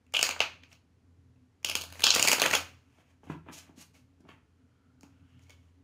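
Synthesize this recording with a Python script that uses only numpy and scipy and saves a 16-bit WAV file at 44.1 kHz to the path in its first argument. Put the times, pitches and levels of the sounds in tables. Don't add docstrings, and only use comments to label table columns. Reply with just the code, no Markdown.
import sys
import numpy as np
from scipy import signal
from scipy.fft import rfft, irfft
from scipy.io import wavfile
from scipy.ndimage import uniform_filter1d

SR = 44100
rng = np.random.default_rng(int(sys.argv[2]) if len(sys.argv) > 2 else 0)


def gain_from_decibels(decibels):
    exponent = np.asarray(decibels, float) / 20
    return 10 ** exponent


def master_out(mix):
    frames = np.transpose(np.atleast_2d(mix))
    ceiling = np.clip(frames, -1, 1)
    pcm = np.round(ceiling * 32767).astype(np.int16)
    wavfile.write(sys.argv[1], SR, pcm)


N = 257257


def evened(x):
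    return x / np.sqrt(np.mean(x ** 2) + 1e-20)


def read(points, hz):
    f, value = np.transpose(points)
    return np.interp(np.log(hz + 1), np.log(f + 1), value)


def at(table, s):
    time_s, *columns = np.transpose(table)
    return [np.interp(s, time_s, column) for column in columns]


def add(mix, s, sound):
    part = mix[round(s * SR):][:len(sound)]
    part += sound[:len(part)]


def resonate(x, hz, width_hz):
    turn = np.exp(2j * np.pi * np.cumsum(hz * np.ones(len(x))) / SR)
    r = np.exp(-np.pi * abs(width_hz) / SR)
    return 2 * (turn * signal.lfilter([1 - r], [1, -r], x / turn)).real


def resonate_twice(x, hz, width_hz):
    return resonate(resonate(x, hz, width_hz), hz, 2 * width_hz)


def ring(x, modes):
    y = sum((-1) ** k * gain_from_decibels(db) * resonate(x, hz, width_hz) for k, (hz, width_hz, db) in enumerate(modes))
    return y / np.sqrt(uniform_filter1d(y ** 2, size=88).max())


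def coloured(x, points):
    return evened(irfft(rfft(x) * gain_from_decibels(read(points, np.fft.rfftfreq(len(x), 1 / SR))), len(x)))


def burst(noise, rise_s, fall_s, spiky):
    t = np.arange(len(noise)) / SR - 3 * rise_s
    shape = np.where(t < 0, np.exp(-.5 * (t / rise_s) ** 2), np.exp(-t / fall_s))
    return shape * noise * abs(noise) ** spiky


def grainy(noise, grain, spread_db, limit):
    steps = np.minimum(rng.exponential(1, N // grain + 1), limit)
    return noise * gain_from_decibels(spread_db * steps).repeat(grain)[:N]


def stroke(s, rise_s, fall_s, db):
    end_db, bend = -24.5, 1.279
    t = np.arange(N) / SR - s
    away = np.where(t < 0, -t / rise_s, t / fall_s)
    return gain_from_decibels(db + end_db * np.minimum(away, 3) ** bend)


def drone():
    # (time [s], level [dB])
    load = [(0.0, -80.5), (0.1, -67.5), (0.41, -58.5), (0.83, -71.5), (1.2, -60.5), (1.56, -77), (1.7, -54),
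            (2.22, -56), (2.269, -64.5), (2.58, -53.5), (3.04, -79), (3.09, -67.5), (3.23, -71),
            (3.31, -53.5), (3.39, -64), (4.97, -72), (5.54, -58), (5.83, -66)]
    # (frequency [Hz], width [Hz], level [dB])
    fuzz = [(123.62, 9.3, -73.5), (167.89, 13, -78), (252.5, 4, -74.5), (275.85, 5.3, -75)]
    # (frequency [Hz], density [dB per Hz])
    air = [(30, -16), (76, -4), (101, -1.5), (167, -13), (261, -8), (332, -16.5), (443, -15), (562, -23),
           (1420, -27.5), (1840, -29), (7280, -40), (12300, -47), (13500, -59)]
    tone_hz, waver_hz, waver_db = 85.764, 1.2, 1.8
    air_db, bands_waver_db, bands_follow = -69, 3, .3
    sway = [evened(uniform_filter1d(uniform_filter1d(v, size=1500), size=1500))
            for v in rng.standard_normal((2, N))]
    load_db, = at(load, np.arange(N) / SR)
    level = gain_from_decibels(load_db + waver_db * sway[0])
    phase = 2 * np.pi * np.cumsum(tone_hz + waver_hz * sway[1]) / SR
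    tone = np.sqrt(2) * level * np.sin(phase)
    noise = rng.standard_normal((2, N))
    bands = sum(gain_from_decibels(db) * evened(resonate_twice(noise[0], hz, width_hz)) for hz, width_hz, db in fuzz)
    bands = bands * gain_from_decibels(bands_waver_db * sway[0] + bands_follow * (load_db - load_db.mean()))
    return tone + bands + gain_from_decibels(air_db) * coloured(noise[1], air)


def card(slip, crack, hz, slap_db, snap_db, fizz_db, thud_db, width_hz, bend, lower_db, first_db, second_db):
    # (frequency [Hz], width [Hz], level [dB])
    corners = [(4513, 750, 0.5), (5526, 790, 1.5), (6803, 800, 0)]
    edge = ring(resonate_twice(slip, hz, 1300), [(hz, width_hz, 0)])
    low_hz = .8 * hz
    edge = edge - gain_from_decibels(lower_db) * ring(resonate_twice(slip, low_hz, 900), [(low_hz, 400, 0)])
    high_pass = signal.butter(3, 500, "high", fs=SR, output="sos")
    thin = signal.sosfilt(high_pass, resonate(slip, 550, 2100))
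    slap = ring(thin, [(615.05 * hz / 2700, 560, 0), (1500, 700, 0)])
    thud = ring(resonate(slip, 280, 710), [(134.0, 290, 0.27), (386.0, 900, -2.5)])
    modes = [(corner_hz * bend, corner_width_hz, db + more_db)
             for (corner_hz, corner_width_hz, db), more_db in zip(corners, (first_db, second_db, 0))]
    snap = ring(resonate(crack, 6400 * bend, 6100), modes)
    fizz = resonate(resonate(crack, 9700, 7900), 11000, 11000)
    fizz = ring(fizz, [(8973, 3000, 1.4), (16740, 3700, 1.2)])
    return edge + gain_from_decibels(slap_db) * (slap + gain_from_decibels(thud_db) * thud) - gain_from_decibels(snap_db) * snap + gain_from_decibels(fizz_db) * fizz


def flicks():
    # (time [s], edge ring [dB], ring [Hz], slap re ring [dB], snap re ring [dB])
    first_try = [(.068, -65, 2538, -9.5, -7), (.1245, -58.5, 2300, -7.5, 0.5),
                 (.1405, -25.5, 2950, -4, -3.5), (.1472, -21, 2889, -13, -23),
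                 (.155, -25.5, 2950, -22.5, -9), (.1605, -27, 2892, -22.5, -14),
                 (.1701, -18, 2900, -15.5, -10), (.1925, -19, 2870, -10.5, -8.5),
                 (.2125, -23.5, 2870, -11.5, -4), (.229, -18, 2674, -5.5, 6), (.2395, -28, 2250, -15, -2.5),
                 (.2677, -26.5, 2448, -11.5, -1.5), (.292, -25, 2717, -1.5, -1),
                 (.301, -34, 2280, -16, -7.5), (.3108, -28.5, 2639, -9, -2.5),
                 (.3531, -52.5, 3034, -13, -15), (.3635, -44.5, 2455, 9.5, -10.5),
                 (.394, -40.5, 2770, -16, -0.5), (.4048, -11, 2609, -8, -9.5),
                 (.4155, -25, 2650, -14, -8.5), (.6267, -60, 2853, -5.5, -10), (.6364, -46, 2529, -9, -9.5),
                 (.645, -57, 2240, -22.5, -9.5), (.7175, -53, 2820, -22, -21),
                 (.7294, -51, 2800, -11.5, 0.5)]
    second_try = [(1.631, -56.5, 2524, 0.5, 0.5), (1.6483, -19.5, 2925, -14.5, -2.5),
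                  (1.6895, -30.5, 2930, -8.5, -2), (1.6995, -26, 2937, -9, 1), (1.7147, -28, 2737, -12, -8),
                  (1.7541, -20, 2827, -8.5, 0), (1.7713, -45, 2915, -14, -2), (1.814, -36, 2965, -6, 0.5),
                  (1.8197, -38.5, 3147, -9.5, 5.5), (1.8382, -41.5, 2912, 1.5, 3.5),
                  (1.904, -50.5, 1798, -4, -2), (1.9258, -46, 2707, 2, 2.5), (1.936, -51, 2894, -7.5, -1),
                  (1.9473, -55, 3120, -2.5, 1), (1.9563, -46, 2308, 0, -8.5),
                  (1.975, -57, 2293, -2.5, -3.5), (1.9965, -38, 2517, -3, -5.5),
                  (2.0069, -38, 1966, -4, -0.5), (2.022, -31, 2952, -6.5, -4)]
    riffle = [(2.036, -23, 3226, -16, -14.5), (2.0408, -12.5, 3050, -9.5, 3), (2.0684, -13, 3190, -8, 0),
              (2.077, -20.5, 3120, -14, -2), (2.0871, -22.5, 3004, -14.5, -6.5),
              (2.1061, -14.5, 3150, -14, 4), (2.116, -24, 2972, -11.5, -4.5),
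              (2.1413, -26.5, 3135, -2.5, 0), (2.145, -24, 2606, -11.5, 0), (2.1505, -23, 3312, -16.5, 7),
              (2.1629, -23, 2388, 1, 1.5), (2.1821, -25, 2531, -2, -8), (2.1979, -21, 2641, -4, 1.5),
              (2.2144, -33.5, 3053, -19.5, -10.5), (2.2273, -15, 2690, -23, 3),
              (2.2442, -28.5, 2400, 0.5, -4), (2.251, -27, 2809, 3, -0.5), (2.254, -30.5, 2463, -4, 2),
              (2.2755, -16, 2349, -15, 0), (2.282, -19.5, 2636, -4.5, -5), (2.2859, -19.5, 2329, -10, 6),
              (2.295, -25, 2512, 0.5, -5), (2.317, -14, 2744, -8.5, -1), (2.327, -22, 2400, -11.5, -5),
              (2.331, -18, 2230, -2, 1.5),
              (2.385, -31, 2726, 2.5, -6.5), (2.3998, -20, 4240, -5, -5.5),
                  (2.4067, -28, 2630, -5.5, -5.5), (2.4189, -18, 2867, 0.5, 1.5),
                  (2.426, -18, 3085, -6.5, -10), (2.4392, -18.5, 2220, -8, -16.5),
                  (2.4573, -23.5, 2046, 1.5, -12.5), (2.461, -22.5, 2200, -3.5, -3),
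                  (2.4633, -18.5, 3030, -4, -6.5), (2.499, -35, 2510, -26, -28),
                  (2.5129, -21.5, 2330, -6.5, -5.5), (2.5335, -21.5, 2400, -1, -7.5),
                  (2.5374, -15.5, 2492, -4, -8), (2.541, -26.5, 2420, -2.5, -4),
                  (2.548, -26.5, 2800, -1.5, -1.5), (2.5521, -19, 3022, -2, -0.5)]
    catches = [
        (5.01, -68.5, 2800, 4, 14),
        (5.0332, -55, 2610, 4.5, 1),
        (5.394, -62.5, 2220, -3, -4),
        (5.4968, -55.5, 2300, -3, 2),
        (5.506, -51, 3190, -6, -1.5),
        (1.362, -71, 2500, -8.5, -20.5),
        (5.436, -71, 5600, -15, -8),
    ]
    doubles = [(2.0433, -18, 3740, -12.5, 0.5), (2.048, -24, 2943, -18.5, -9.5),
               (2.2838, -25, 2800, -13.5, 3), (2.334, -28.5, 2550, -2.5, 3.5),
               (2.5553, -20.5, 2929, -23.5, -1.5), (4.2906, -54.5, 3000, -1, -10.5),
               (2.5048, -38, 2503, -7, 5), (2.529, -35.5, 2498, -9.5, 5.5), (0.1502, -24, 2994, -18, -16),
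               (5.426, -69, 6700, -20, -15), (5.469, -70, 2400, -8, -9), (5.5112, -64, 2345, -5.5, 1)]
    # (time [s], thud re slap [dB], corner fizz re snap [dB],
    # edge ring width [Hz], corner pitch [ratio])
    pile = [(0, -11, -2, 420.2, 1.03), (.22, -13.5, -7.5, 449.1, 1.01), (.4, -18, -13, 763.2, 0.93),
            (1.599, -6, -7, 450, 1.004), (2.02, -8, 1, 807.6, 0.89886), (2.041, -11.5, -10, 899, .97),
            (2.071, -16, -12.5, 903.5, .97), (2.11, -13.5, -19.5, 1004, .97), (2.15, -5.5, -5, 796.3, 1.03),
            (2.23, -7.5, -5.5, 500, 1.01), (2.32, -9.5, -3.5, 503.4, 1.01), (2.4, -11.5, -2.5, 802.6, .9),
            (2.42, -7.5, -2.5, 800, 0.94), (2.6, -16, -6.5, 599.4, 0.98)]
    # (time [s], lower edge ring re ring [dB], lowest corner ring [dB], middle corner ring [dB])
    thumbs = [(.14, -8, -4, -1.5), (.19, -8, -3, -1), (.229, -9, 1.5, -1), (.24, -4, 0.5, -3.5),
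              (.31, -7.5, -1.5, -9), (.405, -17, 1.5, 1), (1.649, -18, -2.5, 1), (1.699, -8, -0.5, 4),
              (1.754, -8.5, 0, -1.5), (2.04, -8.5, 6, 2), (2.068, -11, 2.5, 3), (2.106, -7.5, 2, 2.5),
              (2.15, -11, -1, -0.5), (2.198, -9.5, 2.5, -3.5), (2.227, -16.5, -3, -2.5),
              (2.276, -7, 3.5, -3), (2.286, -12, 0, -4), (2.317, -15, -6, -3.5), (2.331, -13, 0, -2),
              (2.399, -9.5, 1.5, -3), (2.419, -10.5, -3, -5), (2.46, -10.5, -3, -4.5),
              (2.553, -11, -3.5, -1.5)]
    # (time [s], length re a clean flick [ratio])
    drag_points = [(.14, 1.3), (.17, 1.4), (.1925, 1.4), (.229, .9), (.27, 1.5), (.31, 1.5), (.405, .8),
                   (.416, 1.5), (1.649, .9), (1.699, 1.7), (1.715, 1.3), (1.754, .8), (1.815, 1.6),
                   (2.02, 1.2), (2.041, 1.1), (2.068, .9), (2.106, 1.2), (2.143, 1.5), (2.1505, 1.1),
                   (2.163, 1.7), (2.198, 1.7), (2.227, .9), (2.25, 1.5), (2.286, 1.1), (2.295, 1.6),
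                   (2.317, .9), (2.331, 1.6), (2.399, 1.2), (2.419, .7), (2.44, 1.1), (2.46, 1.4),
                   (2.513, 1.6), (2.553, 1.3), (4.29, .7)]
    clean_tick, crack_s = 2.6, 0.0019
    near, spread = np.zeros((2, N))
    tick = signal.unit_impulse(900)
    cards = first_try + second_try + riffle + catches + doubles
    for s, db, hz, slap_db, snap_db in cards:
        noise = rng.standard_normal(900)
        thud_db, fizz_db, width_hz, bend = at(pile, s)
        lower_db, first_db, second_db = at(thumbs, s)
        drag = np.clip(at(drag_points, s)[0], .5, 2.5)
        release = round(170 * drag)
        slip = burst(noise, rise_s=0.0012 * drag, fall_s=0.0016 * drag, spiky=0.48)
        slip = slip + clean_tick / drag * signal.unit_impulse(len(noise), idx=release)
        crack = slip * np.exp(-abs(np.arange(len(noise)) - release) / SR / crack_s / drag)
        colour = hz, slap_db, snap_db, snap_db + fizz_db, thud_db, width_hz, bend
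        flick = card(slip, crack, *colour, lower_db, first_db, second_db)
        peak_s = uniform_filter1d(flick ** 2, size=44).argmax() / SR
        add(near, s - peak_s, gain_from_decibels(db - 4.5) * flick)
        even = card(tick, tick, *colour, lower_db - 3.0, first_db, second_db)
        add(spread, s, gain_from_decibels(db - 4.0) * even)
    return near, spread


def slides():
    # (loudest time [s], rise [s], fall [s], hiss [dB], body re hiss [dB])
    strokes = [(0.29, 0.111, 0.135, -51.5, -5.5), (0.727, 0.053, 0.0296, -58, 2),
               (1.95, 0.2755, 0.198, -86, -46.5), (2.229, 0.2684, 0.172, -30, -4),
               (2.488, 0.234, 0.163, -39, -1), (3.005, 0.232, 0.03482, -69.5, 6.5),
               (3.11, 0.13, 0.0432, -71.5, 8), (3.25, 0.03667, 0.077, -66, 3),
               (3.303, 0.0215, 0.0772, -58.5, 13.5), (3.495, 0.0456, 0.033, -73, 24),
               (3.532, 0.0186, 0.0982, -42.5, -10.5), (3.584, 0.0176, 0.027, -44, -4),
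               (3.67, 0.302, 0.088, -76.5, 16), (3.78, 0.023, 0.033, -55.5, -1),
               (3.816, 0.046, 0.0315, -44, -6.5), (3.949, 0.0212, 0.096, -58, -1.5),
               (4.207, 0.00665, 0.015, -65.5, -10), (4.29, 0.0273, 0.129, -68, 15.5),
               (5.039, 0.021, .07, -67.5, -11), (5.121, 0.084, 0.28, -80, 8.5),
               (5.32, 0.124, 0.4, -79.5, 8.5), (5.436, 0.0408, 0.0145, -65, -8.5),
               (5.5, 0.094, 0.1192, -71, 3.5), (5.65, 0.147, 0.1682, -78, 4)]
    # (frequency [Hz], density [dB per Hz])
    hiss_points = [(1470, -32), (2500, -3), (3710, -5), (6550, -2), (7730, -5.5), (14900, -15.5),
                   (16000, -21.5), (16500, -65.5)]
    body_points = [(300, -28), (600, -4), (1400, -9), (2600, -5.5), (3400, -13), (5000, -39.5)]
    grit = grainy(rng.standard_normal((2, N)), grain=40, spread_db=2.1, limit=5)
    hiss, body = coloured(grit[0], hiss_points), coloured(grit[1], body_points)
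    return sum(stroke(s, rise_s, fall_s, db - 8.5) * (hiss + gain_from_decibels(body_db) * body)
               for s, rise_s, fall_s, db, body_db in strokes)


def taps():
    # (time [s], peak [dB], knock [Hz], face re knock [dB], edge re knock [dB])
    hits = [(2.983, -65, 333.7, 4, -4), (3.231, -61, 279, 5, -12.5), (3.268, -53.5, 274.8, 0.5, -15),
            (3.296, -53.5, 324.8, -0.5, -47.5), (3.461, -55.5, 303.4, 0.5, -27.5),
            (3.495, -47.5, 292, -4.5, -22), (3.691, -55, 293, -1, -31.5), (3.773, -51, 275.9, -17, -16.5),
            (3.948, -69.5, 222, 4, 2.5), (4.2, -57, 293.4, -13.5, -32), (4.237, -57, 347.6, -16, -24.5),
            (4.25, -57.5, 283, -4, -21), (4.287, -55, 336, -7.5, -3.5), (5.0303, -53, 278.7, -9, -19.5),
            (5.435, -75, 243.9, -23, -12.5)]
    # (frequency [Hz], width [Hz], level [dB])
    face_modes = [(550, 636, 16.5), (1057.7, 140, -18), (1342, 114, 8), (1773.2, 160, 7.5)]
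    edge_modes = [(2220, 73, 12), (3190, 400, 1)]
    out, t = np.zeros(N), np.arange(5000) / SR
    push = np.diff(np.exp(-.5 * ((t - .0045) / 0.000404) ** 2), prepend=0)
    for s, db, hz, face_db, edge_db in hits:
        blow = burst(rng.standard_normal(len(t)), rise_s=0.00072, fall_s=0.0129, spiky=0.096)
        blow = blow + 9 * signal.unit_impulse(len(t), idx=105)
        knock = ring(push, [(167, 24, 4), (hz, 55, 0)])
        face = ring(resonate(resonate(blow, 460, 1600), 350.0, 1300), face_modes)
        edge = ring(resonate(resonate(blow, 3500, 2500), 1900, 2900), edge_modes)
        add(out, s + 0.000211, gain_from_decibels(db + 2.0) * (knock + gain_from_decibels(face_db) * face + gain_from_decibels(edge_db) * edge))
    return out


def blows():
    # (frequency [Hz], level [dB], t60 [s])
    drop_modes = [(159.2, 3, 0.084), (318, 7, 0.0458), (749, -12, 0.058), (963.4, -3.5, 0.0465),
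                  (1042, -2, 0.023), (1346.6, -8, 0.0684), (1643, -15.5, 0.038), (2010, -13.5, .03)]
    shove_modes = [(280.6, -2, 0.088), (952, 2, 0.0161), (1310, -10.5, 0.0426), (1678, -3, 0.029),
                   (2400, -11.5, 0.049), (2800, -11.5, 0.028), (3564, -14, 0.0224)]
    palm_modes = [(1108, 6.5, 0.0222), (1739, -4.5, .04), (2310, -10, .06), (2670, -13, 0.027244),
                  (3370, -5.5, 0.031), (4520, -9, 0.022)]
    corner_modes = [(627, 11.5, 0.0205), (2220, 2.5, 0.072), (2912, -10.5, 0.0447), (3114.2, -0.5, 0.055),
                    (3456, -4, 0.057), (5003, -23, 0.049)]
    # (time [s], level [dB], rise [s], modes)
    contacts = [(3.2985, -34, 0.00078, drop_modes), (3.486, -40, 0.00065, shove_modes),
                (4.288, -53, 0.00048, palm_modes), (5.4975, -58, 0.00067, corner_modes)]
    unevenness = .65
    out, t = np.zeros(N), np.arange(SR // 4) / SR
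    for s, db, rise_s, modes in contacts:
        grip = uniform_filter1d(rng.standard_normal((len(modes), len(t))), size=300, axis=1)
        grip = 1 + unevenness * np.minimum(t / 0.005, 1) * evened(grip)
        rung = np.zeros(len(t))
        for k, (hz, level_db, t60_s) in enumerate(modes):
            mode = gain_from_decibels(level_db - 60 * t / t60_s) * np.sin(2 * np.pi * hz * t)
            if hz > 400:
                mode = mode * grip[k]
            rung += (-1) ** (k + 1) * mode
        add(out, s, gain_from_decibels(db) * (1 - np.exp(-t / rise_s)) * rung)
    return out


def creep():
    # (loudest time [s], rise [s], fall [s], level [dB], band [Hz], width [Hz])
    rubs = [
        (4.8, 0.72, 0.39, -80, 1378, 160),
        (5.25, 0.47, 0.384, -80, 1409, 181.2),
        (4.75, 0.45, .3, -91.5, 2350, 250.6),
        (4.75, 0.52, .3, -90.5, 3107, 350),
        (5.4, 0.5, .45, -77, 2871, 502),
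        (5.47, .15, .25, -78, 2250, 149.7),
    ]
    grit = grainy(rng.standard_normal(N), grain=300, spread_db=1.747, limit=4)
    return sum(stroke(s, rise_s, fall_s, db) * evened(resonate_twice(grit, hz, width_hz))
               for s, rise_s, fall_s, db, hz, width_hz in rubs)


def walls(x):
    # (delay [s], level [dB])
    echoes = [(.0045, -19), (0.0095, -31.5), (0.012, -23.5), (0.02, -25), (.026, -26)]
    out = np.zeros(N)
    for s, db in echoes:
        add(out, s, gain_from_decibels(db) * resonate(x, 6000, 15000))
    return out


def room(x):
    # (frequency [Hz], t60 [s])
    decay = [(150, 0.55), (660, 0.23), (1740, 0.2512), (4590, 0.22), (12100, 0.2)]
    # (frequency [Hz], level [dB])
    colour = [(100, -6.5), (350, -6.5), (700, 0), (1500, 0.5), (2500, -4.5), (4000, -0.5), (7000, -4.5),
              (8000, -4), (14000, -2.5)]
    count = SR // 2
    t, out = np.arange(count) / SR, np.zeros(N)
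    turn = 2 * np.pi * 7 * np.arange(N) / SR
    for k in range(3):
        sparse = rng.choice([-1., 1.], count) * (rng.random(count) < .08)
        sparse = sparse * np.clip((t - .006) / 0.00017, 0, 1)
        hz, frame_s, z = signal.stft(sparse, SR, nperseg=256)
        fall_db = -60 * frame_s / read(decay, hz)[:, None]
        late = gain_from_decibels(0.44 * fall_db - 19.5) * np.clip(hz / 1200, 0, 1)[:, None] ** 2
        z *= gain_from_decibels(read(colour, hz)[:, None]) * (gain_from_decibels(fall_db) + late)
        tail = signal.istft(z, SR, nperseg=256)[1]
        share = np.sqrt(2 / 3) * np.cos(turn + k * np.pi / 3)
        out += signal.fftconvolve(x * share, gain_from_decibels(-1.5) * tail / np.linalg.norm(tail))[:N]
    return out


def scene():
    hum = drone()
    near, spread = flicks()
    rubs = slides()
    knocks = taps() + blows()
    direct = near + knocks + rubs
    tail = room(spread + gain_from_decibels(-3.0) * knocks + gain_from_decibels(-3.0) * rubs)
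    return (direct + walls(direct) + tail + hum + creep())[None]


def roll_off(x):
    return signal.sosfilt(signal.butter(12, 16810, fs=SR, output="sos"), x)


def record(dry):
    # (frequency [Hz], width [Hz], share added [ratio])
    housing = [(3706, 440, -.3), (3843, 270, 0.16), (5506, 110, -0.63), (5600, 220, .5), (6700, 500, 0.31),
               (8050, 250, -0.41)]
    edge_hz, leak_db = 15620, -34
    thin = signal.sosfilt(signal.butter(2, 50, "high", fs=SR, output="sos"), dry)
    thin = thin + sum(share * resonate(thin[0], hz, width_hz) for hz, width_hz, share in housing)
    rounded = 0.8589 * np.tanh(thin / 0.8485)
    edge = signal.firwin(401, edge_hz, window=("kaiser", 4), fs=SR)
    edge = edge + gain_from_decibels(leak_db) * signal.unit_impulse(401, "mid")
    return roll_off(signal.oaconvolve(rounded, edge[None], "same"))


dry = scene()
out = record(dry)
master_out(out)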